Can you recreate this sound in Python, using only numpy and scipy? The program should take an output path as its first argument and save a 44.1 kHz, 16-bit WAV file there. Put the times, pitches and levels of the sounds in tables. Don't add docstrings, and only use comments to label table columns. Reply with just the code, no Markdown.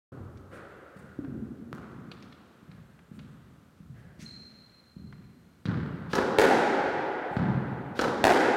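import sys
import numpy as np
from scipy import signal
from scipy.fft import rfft, irfft
from scipy.io import wavfile
from scipy.ndimage import uniform_filter1d

SR = 44100
rng = np.random.default_rng(int(sys.argv[2]) if len(sys.argv) > 2 else 0)


def master(y):
    cut = np.clip(np.atleast_2d(y).T, -1, 1)
    pcm = np.round(cut * 32767)
    wavfile.write(sys.argv[1], SR, pcm.astype(np.int16))


N = 377496
T = np.arange(N) / SR


def undb(db):
    return 10 ** (np.asarray(db) / 20)


def unit(x):
    return x / np.sqrt(np.sum(x ** 2))


def along(points, hz):
    f, value = np.transpose(points)
    return np.interp(np.log(np.maximum(hz, 1)), np.log(f), value)


def add(out, s, x):
    i = max(int(s * SR), 0)
    out[i:i + len(x)] += x[:N - i]


def late(x, ms):
    return np.r_[np.zeros(int(ms * SR / 1000)), x][:len(x)]


def blow(spectrum, tilt_db=0, pitch=1, size=4096):
    hz = np.maximum(np.fft.rfftfreq(size, 1 / SR), 1)
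    db = along(spectrum, hz / pitch) + tilt_db * np.log2(np.maximum(hz, 200) / 1000)
    cepstrum = irfft(np.log(undb(db)))
    cepstrum[1:size // 2] *= 2
    cepstrum[size // 2 + 1:] = 0
    return unit(irfft(np.exp(rfft(cepstrum)))[:size // 2])


# f/Hz, level/dB
AIR_SPECTRUM = [(30, -21), (88, -0.5), (200, -6), (500, -14.5), (800, -19), (1400, -16.5), (1900, -24.5),
                (4200, -28), (5000, -31), (9000, -33), (10500, -36), (13000, -34), (15500, -41.5)]
def air(level_db=-63):
    return undb(level_db) * signal.fftconvolve(rng.standard_normal(N), blow(AIR_SPECTRUM), "same")


def arrival(db, spectrum):
    pulse = blow(spectrum, size=256)
    return undb(db) * pulse / pulse.sum()


# f/Hz, width/Hz, level/dB
TAIL_PEAKS = [(134, 20, 2), (386, 21, 3.5), (540, 26, 3), (721, 36, 3), (845, 33, 2.5), (1448, 22, 4),
              (1573, 19, 3.5), (1957, 44, 3.5)]
# f/Hz, T60/s
COURT_T60 = [(60, 1.86), (130, 1.57), (250, 2.35), (450, 3.76), (850, 4.35), (1600, 3.7), (2800, 3.16),
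             (4200, 2.04), (7500, 1.36), (14000, 0.6)]
# f/Hz, level/dB
DIRECT_PATH = [(1500, 0.5), (2800, 2.5), (4700, 2.5), (7000, -3.5), (15000, -3.5)]
# delay/ms, level/dB, extra treble/dB
NEAR_ECHOES = [(6, -10.5, -2), (21, -7, 8), (30.94, -9, 1), (53.8, -5, -2), (90.2, -8, -5)]
def court(count=17, size=140000, tail_db=-31, early_gain=0.43, early_s=0.091):
    t = T[:size]
    hz = np.fft.rfftfreq(4 * size, 1 / SR)
    peaks_db = sum(db / (1 + (2 * (hz - f) / width) ** 2) for f, width, db in TAIL_PEAKS)
    noise = rfft(rng.standard_normal(4 * size)) * undb(peaks_db)
    centres = np.geomspace(60, 15000, count)
    bands = np.float32([irfft(noise * along(np.c_[centres, share], hz)) for share in np.eye(count)])
    build_s = .028 * (1000 / centres[:, None]) ** 0.27
    swell = (1 - np.exp(-t / build_s)) * (1 + early_gain * np.exp(-t / early_s))
    decay = np.exp(-np.log(1000) * t / along(COURT_T60, centres)[:, None])
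    envelopes = np.float32(undb(tail_db) * swell * decay)
    plaster = signal.butter(1, 9300, fs=SR)
    clump_db, clump_s, merge_s = 5, .002, .1
    clumps = uniform_filter1d(rng.standard_normal(4 * size), int(clump_s * SR))
    clumps /= clumps.std()
    depth = np.log(undb(clump_db)) * np.exp(-t / merge_s)

    def room(x, direct_db=0, echoes=NEAR_ECHOES, diffuse=None, rise_s=1 / SR):
        spot = rng.integers(3 * size)
        tail = signal.lfilter(*plaster, np.einsum("bt,bt->t", bands[:, spot:spot + size], envelopes))
        tail *= np.exp(depth * clumps[spot:spot + size] - depth ** 2)
        tail *= np.minimum(t / rise_s, 1) ** 2
        out = signal.fftconvolve(x if diffuse is None else diffuse, tail)
        paths = np.zeros(SR // 3)
        add(paths, 0, arrival(direct_db, DIRECT_PATH))
        for ms, db, treble_db in echoes:
            add(paths, ms / 1000, arrival(db, [(3600, 0), (6600, treble_db)]))
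        add(out, 0, signal.fftconvolve(x, paths))
        return out
    return room


# f/Hz, level/dB
TAP_SPECTRUM = [(60, -12.5), (200, -1), (400, -2), (650, -10), (900, -10.5), (1300, -1.5), (1800, -12.5),
                (2500, -20.5), (5000, -28), (14000, -35)]
# t/s, level/dB, tilt/(dB/octave), direct gain/dB
BALL_TAPS = [(.02, -12.5, -5.5, 0), (1.7290, -17.5, -0.97, 7)]
def taps(room):
    out = np.zeros(N)
    for s, db, tilt_db, direct_db in BALL_TAPS:
        add(out, s, undb(db) * room(blow(TAP_SPECTRUM, tilt_db), direct_db))
    return out


# f/pitch, level/dB
THUD_SPECTRUM = [(.15, -46), (.3, -23), (.6, -6), (.85, -3), (1.1, 2), (1.4, -5), (2.5, -22.5), (5, -40),
                 (14, -55), (60, -74)]
def knock(hz, decay_cycles=0.85, ring_db=1, swell_cycles=0.69):
    thud = blow(THUD_SPECTRUM, pitch=hz)
    cycles = 1.095 * hz * T[:len(thud)]
    envelope = np.exp(-cycles / decay_cycles) * (1 - np.exp(-cycles / swell_cycles))
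    boards = unit(np.sin(2 * np.pi * cycles) * envelope)
    return unit(thud + undb(ring_db) * boards)


def floor_boom(hz=78, t60=2, db=-11.5, swell_s=.04):
    envelope = (1 - np.exp(-T / swell_s)) * np.exp(-np.log(1000) * T / t60)
    return undb(db) * unit(np.sin(2 * np.pi * hz * T) * envelope)[:2 * SR]


# t/s, first level/dB, second level/dB, first f/Hz, delay of the second blow/s
FLOOR_THUDS = [(.123, -16.5, -13, 112, .08), (.962, -20, -22, 175, .08), (1.733, -17.5, -22, 140, .08),
               (1.93, -19, -16, 216, .06), (2.627, -25, -17.5, 194.7, .065),
               (3.114, -15.5, -15, 180.6, .085), (3.803, -19, -15.5, 159, .094),
               (4.192, -18, -21.5, 189, .028), (4.965, -14, -18, 178, .08), (6.8, -17.5, -17.5, 176, .08),
               (7.31, -13.5, -9, 150, .08)]
def floor_thuds(room, second_ratio=0.748):
    out, boom = np.zeros(N), floor_boom()
    for s, first_db, second_db, hz, gap_s in FLOOR_THUDS:
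        add(out, s, undb(first_db) * room(knock(hz), direct_db=1.5))
        add(out, s + gap_s, undb(second_db) * room(knock(hz * second_ratio), direct_db=1))
        add(out, s, np.hypot(undb(first_db), undb(second_db)) * boom)
    return out


def rattle(decay_s, chatter_gain, size=2048):
    contact = chatter_gain * unit(rng.standard_normal(size) * np.exp(-T[:size] / decay_s))
    contact[0] += 1
    return unit(contact)


# f/pitch, level/dB
CLICK_SPECTRUM = [(.5, -26), (.75, -2), (1.2, -1.5), (1.55, -13.5), (3, -25.5), (8, -50)]
def click(room, db, hz, direct_db, echoes=NEAR_ECHOES):
    pulse = blow(CLICK_SPECTRUM, pitch=hz)
    chatter = signal.fftconvolve(pulse, rattle(decay_s=0.0061, chatter_gain=4.3))
    return undb(db) * room(chatter, direct_db, echoes, pulse)


# t/s, level/dB, f/Hz
LONE_CLICKS = [(.373, -49.5, 5470), (1.247, -36, 1290), (2.1155, -31, 3520), (2.225, -41, 4680),
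               (2.325, -40, 3300), (2.715, -45.5, 3500), (2.991, -44.5, 1990), (3.191, -38.5, 3230),
               (5.126, -37.5, 1870)]
def lone_clicks(room):
    out = np.zeros(N)
    for s, db, hz in LONE_CLICKS:
        add(out, s, click(room, db, hz, direct_db=12))
    return out


def rub(room, spectrum, length_s, tilt_db=0, pitch=1, direct_db=0, grain_db=4):
    n = int(length_s * SR)
    pulse = blow(spectrum, tilt_db, pitch)
    noise = rng.standard_normal(N)[:n]
    roughness = undb(grain_db * rng.standard_normal(N)[:n])
    swell = unit(signal.fftconvolve(noise * roughness * np.hanning(n), pulse))
    return room(swell, direct_db, diffuse=pulse, rise_s=length_s)


# f/Hz, level/dB
SOLE_SPECTRUM = [(100, -3.5), (500, 3.5), (900, -9.5), (1400, 3), (2200, -10.5), (3000, -17), (4000, -19),
                 (6000, -27.5), (8500, -20), (11000, -28), (15000, -35)]
# t/s, level/dB, duration/s, tilt/(dB/octave), frequency ratio
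SOLE_SCUFFS = [(.5, -15, 0.073, -1.5, 1), (0.957, -32.5, .03, 2.5, 0.99), (2.68, -33.5, .09, -0.5, 1.15),
               (3.099, -35, 0.088, 3, 1), (3.24, -32.5, 0.074, -1, 0.87), (3.92, -29, 0.11, -1, 1.19),
               (4.182, -34, 0.042, 4.5, 1), (7.278, -33, .1, 3, 0.95)]
def scuffs(room):
    out = np.zeros(N)
    for s, db, length_s, tilt_db, pitch in SOLE_SCUFFS:
        add(out, s, undb(db) * rub(room, SOLE_SPECTRUM, length_s, tilt_db, pitch))
    return out


# t/s, level/dB, f/Hz, direct gain/dB
SCOOP_KNOCKS = [(1.189, -9, 256, 6), (1.275, -11, 120, -1), (1.322, -5.5, 200, -2)]
def scoop(room):
    out = np.zeros(N)
    for s, db, hz, direct_db in SCOOP_KNOCKS:
        boards = knock(hz, decay_cycles=1.45, ring_db=3.0, swell_cycles=0.79)
        add(out, s, undb(db) * room(boards, direct_db))
    return out


# f/Hz, level/dB
SKID_SPECTRUM = [(900, -17), (2200, 0), (2900, -7), (6500, -2), (9000, -13), (15000, -24)]
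def squeak(room, s=4.236, db=-17, hz=4160, octave_db=-26, grip_s=.01, wobble=.003):
    out, n = np.zeros(N), int(grip_s * SR)
    skid = rub(room, SKID_SPECTRUM, length_s=0.075, direct_db=7.5)
    add(out, s - .054, undb(db - 12) * skid)
    drift = uniform_filter1d(rng.standard_normal(N), size=80)
    slip_hz = hz * (1 + wobble * drift[:n] / drift.std())
    phase = 2 * np.pi * np.cumsum(slip_hz) / SR
    tone = np.sin(phase) + undb(octave_db) * np.sin(2 * phase)
    grip = unit(tone * signal.windows.tukey(n, .5))
    add(out, s, undb(db) * room(np.zeros(1), diffuse=grip))
    return out


def flutter(trip_ms=29.5, first_db=-1.1, loss_db=0.86, treble_db=-9, count=7):
    return [((k + 1) * trip_ms, first_db - k * loss_db, treble_db) for k in range(count)]


# f/Hz, level/dB
BOUNCE_SPECTRUM = [(45, -19.5), (95, -4.5), (128, 1.5), (185, 1.1), (300, -9.5), (450, -19.5), (700, -26.5),
                   (1100, -23.5), (1500, -22), (2600, -38.5), (4200, -40.5), (6000, -52), (14000, -73)]
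# t/s, level/dB, tilt/(dB/octave), direct gain/dB, relative click level/dB
FLOOR_BOUNCES = [(5.6555, 3, -.5, 0, -37.5), (7.3675, 6.5, -1.34, 2.5, -47)]
def bounces(room, sideways_db=-4.5, release_s=.005):
    out = np.zeros(N)
    for s, db, tilt_db, direct_db, click_db in FLOOR_BOUNCES:
        thump = blow(BOUNCE_SPECTRUM, tilt_db)
        boards = unit(signal.fftconvolve(thump, rattle(decay_s=.004, chatter_gain=0.3)))
        add(out, s, undb(db) * room(undb(sideways_db) * boards, direct_db, flutter(), thump))
        for after_s in (0, release_s):
            add(out, s + after_s, click(room, db + click_db, hz=3300, direct_db=15))
        add(out, s, undb(db) * floor_boom())
    return out


# f/Hz, level/dB
SWISH_SPECTRUM = [(200, -4), (1500, 2.5), (4000, -2), (8000, -11), (15000, -20)]
# t/s, level/dB, duration/s
SWINGS = [(6.083, -20, 0.074), (7.942, -20, 0.061)]
def swishes(room):
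    out = np.zeros(N)
    for s, db, length_s in SWINGS:
        add(out, s, undb(db) * rub(room, SWISH_SPECTRUM, length_s))
    return out


def ring(hz, t60, db, size=2048):
    t = T[:size]
    return undb(db) * unit(np.sin(2 * np.pi * hz * t) * np.exp(-np.log(1000) * t / t60))


def cavity():
    return ring(hz=463, t60=0.026, db=-11.5)


def slap(pulse, gap_ms, split_hz=1700, soft_hz=5000, lag_ms=0.94, crack_db=4.3):
    body = signal.sosfilt(signal.butter(3, split_hz, "low", fs=SR, output="sos"), pulse)
    treble = signal.sosfilt(signal.butter(3, split_hz, "high", fs=SR, output="sos"), pulse)
    crack = undb(crack_db) * signal.lfilter(*signal.butter(1, soft_hz, fs=SR), treble)
    return crack + late(0.88 * body + cavity(), lag_ms) + 0.63 * late(crack, gap_ms)


# f/Hz, level/dB
STROKE_SPECTRUM = [(60, -16), (120, -10), (230, -1), (400, -1), (520, -0.2), (630, -10.5), (850, -5.5),
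                   (1100, -8.5), (1450, -8.5), (2500, -25.5), (4000, -24), (7000, -32.5), (15000, -38.5)]
# f/Hz, T60/s, level/dB
STRING_BED = [(530, .06, -7), (1290, 0.03, -8.5)]
# delay/ms, level/dB, extra treble/dB
SNAP_ECHOES = [(20.6, 7, 2), (24.1, 0, 2)]
# t/s, level/dB, tilt/(dB/octave), direct gain/dB, crack spacing/ms, side wall echo level/dB
STROKES = [(6.1325, 4, -.8, -2.5, 3, -3), (7.9915, 3.5, -0.75, 1.5, 4, -2.5)]
def drives(room, side_wall_ms=48.5):
    out = np.zeros(N)
    for s, db, tilt_db, direct_db, gap_ms, side_db in STROKES:
        pulse = blow(STROKE_SPECTRUM, tilt_db)
        stroke = unit(signal.fftconvolve(slap(pulse, gap_ms), rattle(decay_s=0.0047, chatter_gain=2.4)))
        for mode in STRING_BED:
            add(stroke, gap_ms / 1000, ring(*mode))
        echoes = NEAR_ECHOES + [(side_wall_ms, side_db, -3)]
        add(out, s, undb(db) * room(unit(stroke), direct_db, echoes, pulse))
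        snap = click(room, db - 22.5, hz=5000, direct_db=3.4, echoes=SNAP_ECHOES)
        add(out, s, snap)
    return out


# f/Hz, level/dB
CRACK_SPECTRUM = [(800, -13), (1400, 6.5), (2000, 1.5), (2800, -9), (4800, -12.5), (7000, -18),
                  (15000, -29.5)]
def smack(gap_ms, pop_hz=500, pop_s=0.00068, crack_db=-8.5, reflection=0.78, size=2048):
    t = T[:size]
    pop = unit(np.gradient(np.sin(2 * np.pi * pop_hz * t) * t * np.exp(-t / pop_s)))
    pulse = pop + undb(crack_db) * blow(CRACK_SPECTRUM) + cavity()
    return unit(pulse + reflection * late(pulse, gap_ms))


# f/Hz, level/dB
WALL_SPECTRUM = [(60, -26), (120, -15), (250, -1.7), (400, .5), (520, -3), (620, -7), (820, -2), (940, -6),
                 (1060, -16), (1220, -13), (1480, -8), (2000, -14), (2800, -23), (4000, -24.5),
                 (7000, -30.5), (15000, -36)]
# delay/ms, level/dB, extra treble/dB
FRONT_WALL_ECHOES = [
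    [(9.37, -1, -1), (18.87, -7, 0), (27.7, -11, 5), (31.5, -10, 4), (36.05, -5, -8), (53.2, -7, -7),
     (57.3, -7, -10), (62.4, -9, -2), (65.9, -4, -8)],
    [(10.27, -1.5, -1), (18.1, -8, 0), (28.58, -1.5, 0), (35.15, -10, 0), (39.4, -5, -9), (53.5, -9, -5),
     (63.2, -7, -6), (69, -3.5, -12), (81, -8, -4)],
]
# t/s, level/dB, reverberation tilt/(dB/octave), direct gain/dB, crack spacing/ms
FRONT_WALL_HITS = [(6.3861, 10.7, 0.16, 1, 2.23), (8.2410, 11, 0.26, -0.5, 1.138)]
def wall_hits(room, beam_db=-8.5, beam_hz=3260):
    out = np.zeros(N)
    sharp = blow(CLICK_SPECTRUM, pitch=beam_hz)
    for (s, db, tilt_db, direct_db, gap_ms), echoes in zip(FRONT_WALL_HITS, FRONT_WALL_ECHOES):
        add(out, s, undb(db) * room(smack(gap_ms), direct_db, echoes, blow(WALL_SPECTRUM, tilt_db)))
        beam = unit(sharp + 0.93 * late(sharp, gap_ms))
        add(out, s, undb(db + beam_db) * beam)
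    return out


def scene():
    room = court()
    ball = taps(room) + bounces(room) + drives(room) + wall_hits(room)
    player = scoop(room) + lone_clicks(room) + floor_thuds(room) + scuffs(room) + swishes(room)
    return (ball + player + squeak(room) + air())[None]


def record(dry, ceiling=0.54, low_hz=55, top_hz=15900, start_s=.119, fade_s=0.0044):
    thin = signal.sosfilt(signal.butter(6, low_hz, "high", fs=SR, output="sos"), dry)
    fade_in = np.clip((T - start_s) / fade_s, 0, 1)
    rounded = ceiling * np.tanh(thin * fade_in / ceiling)
    return signal.sosfilt(signal.ellip(10, .2, 80, top_hz, fs=SR, output="sos"), rounded)


dry = scene()
out = record(dry)
master(out)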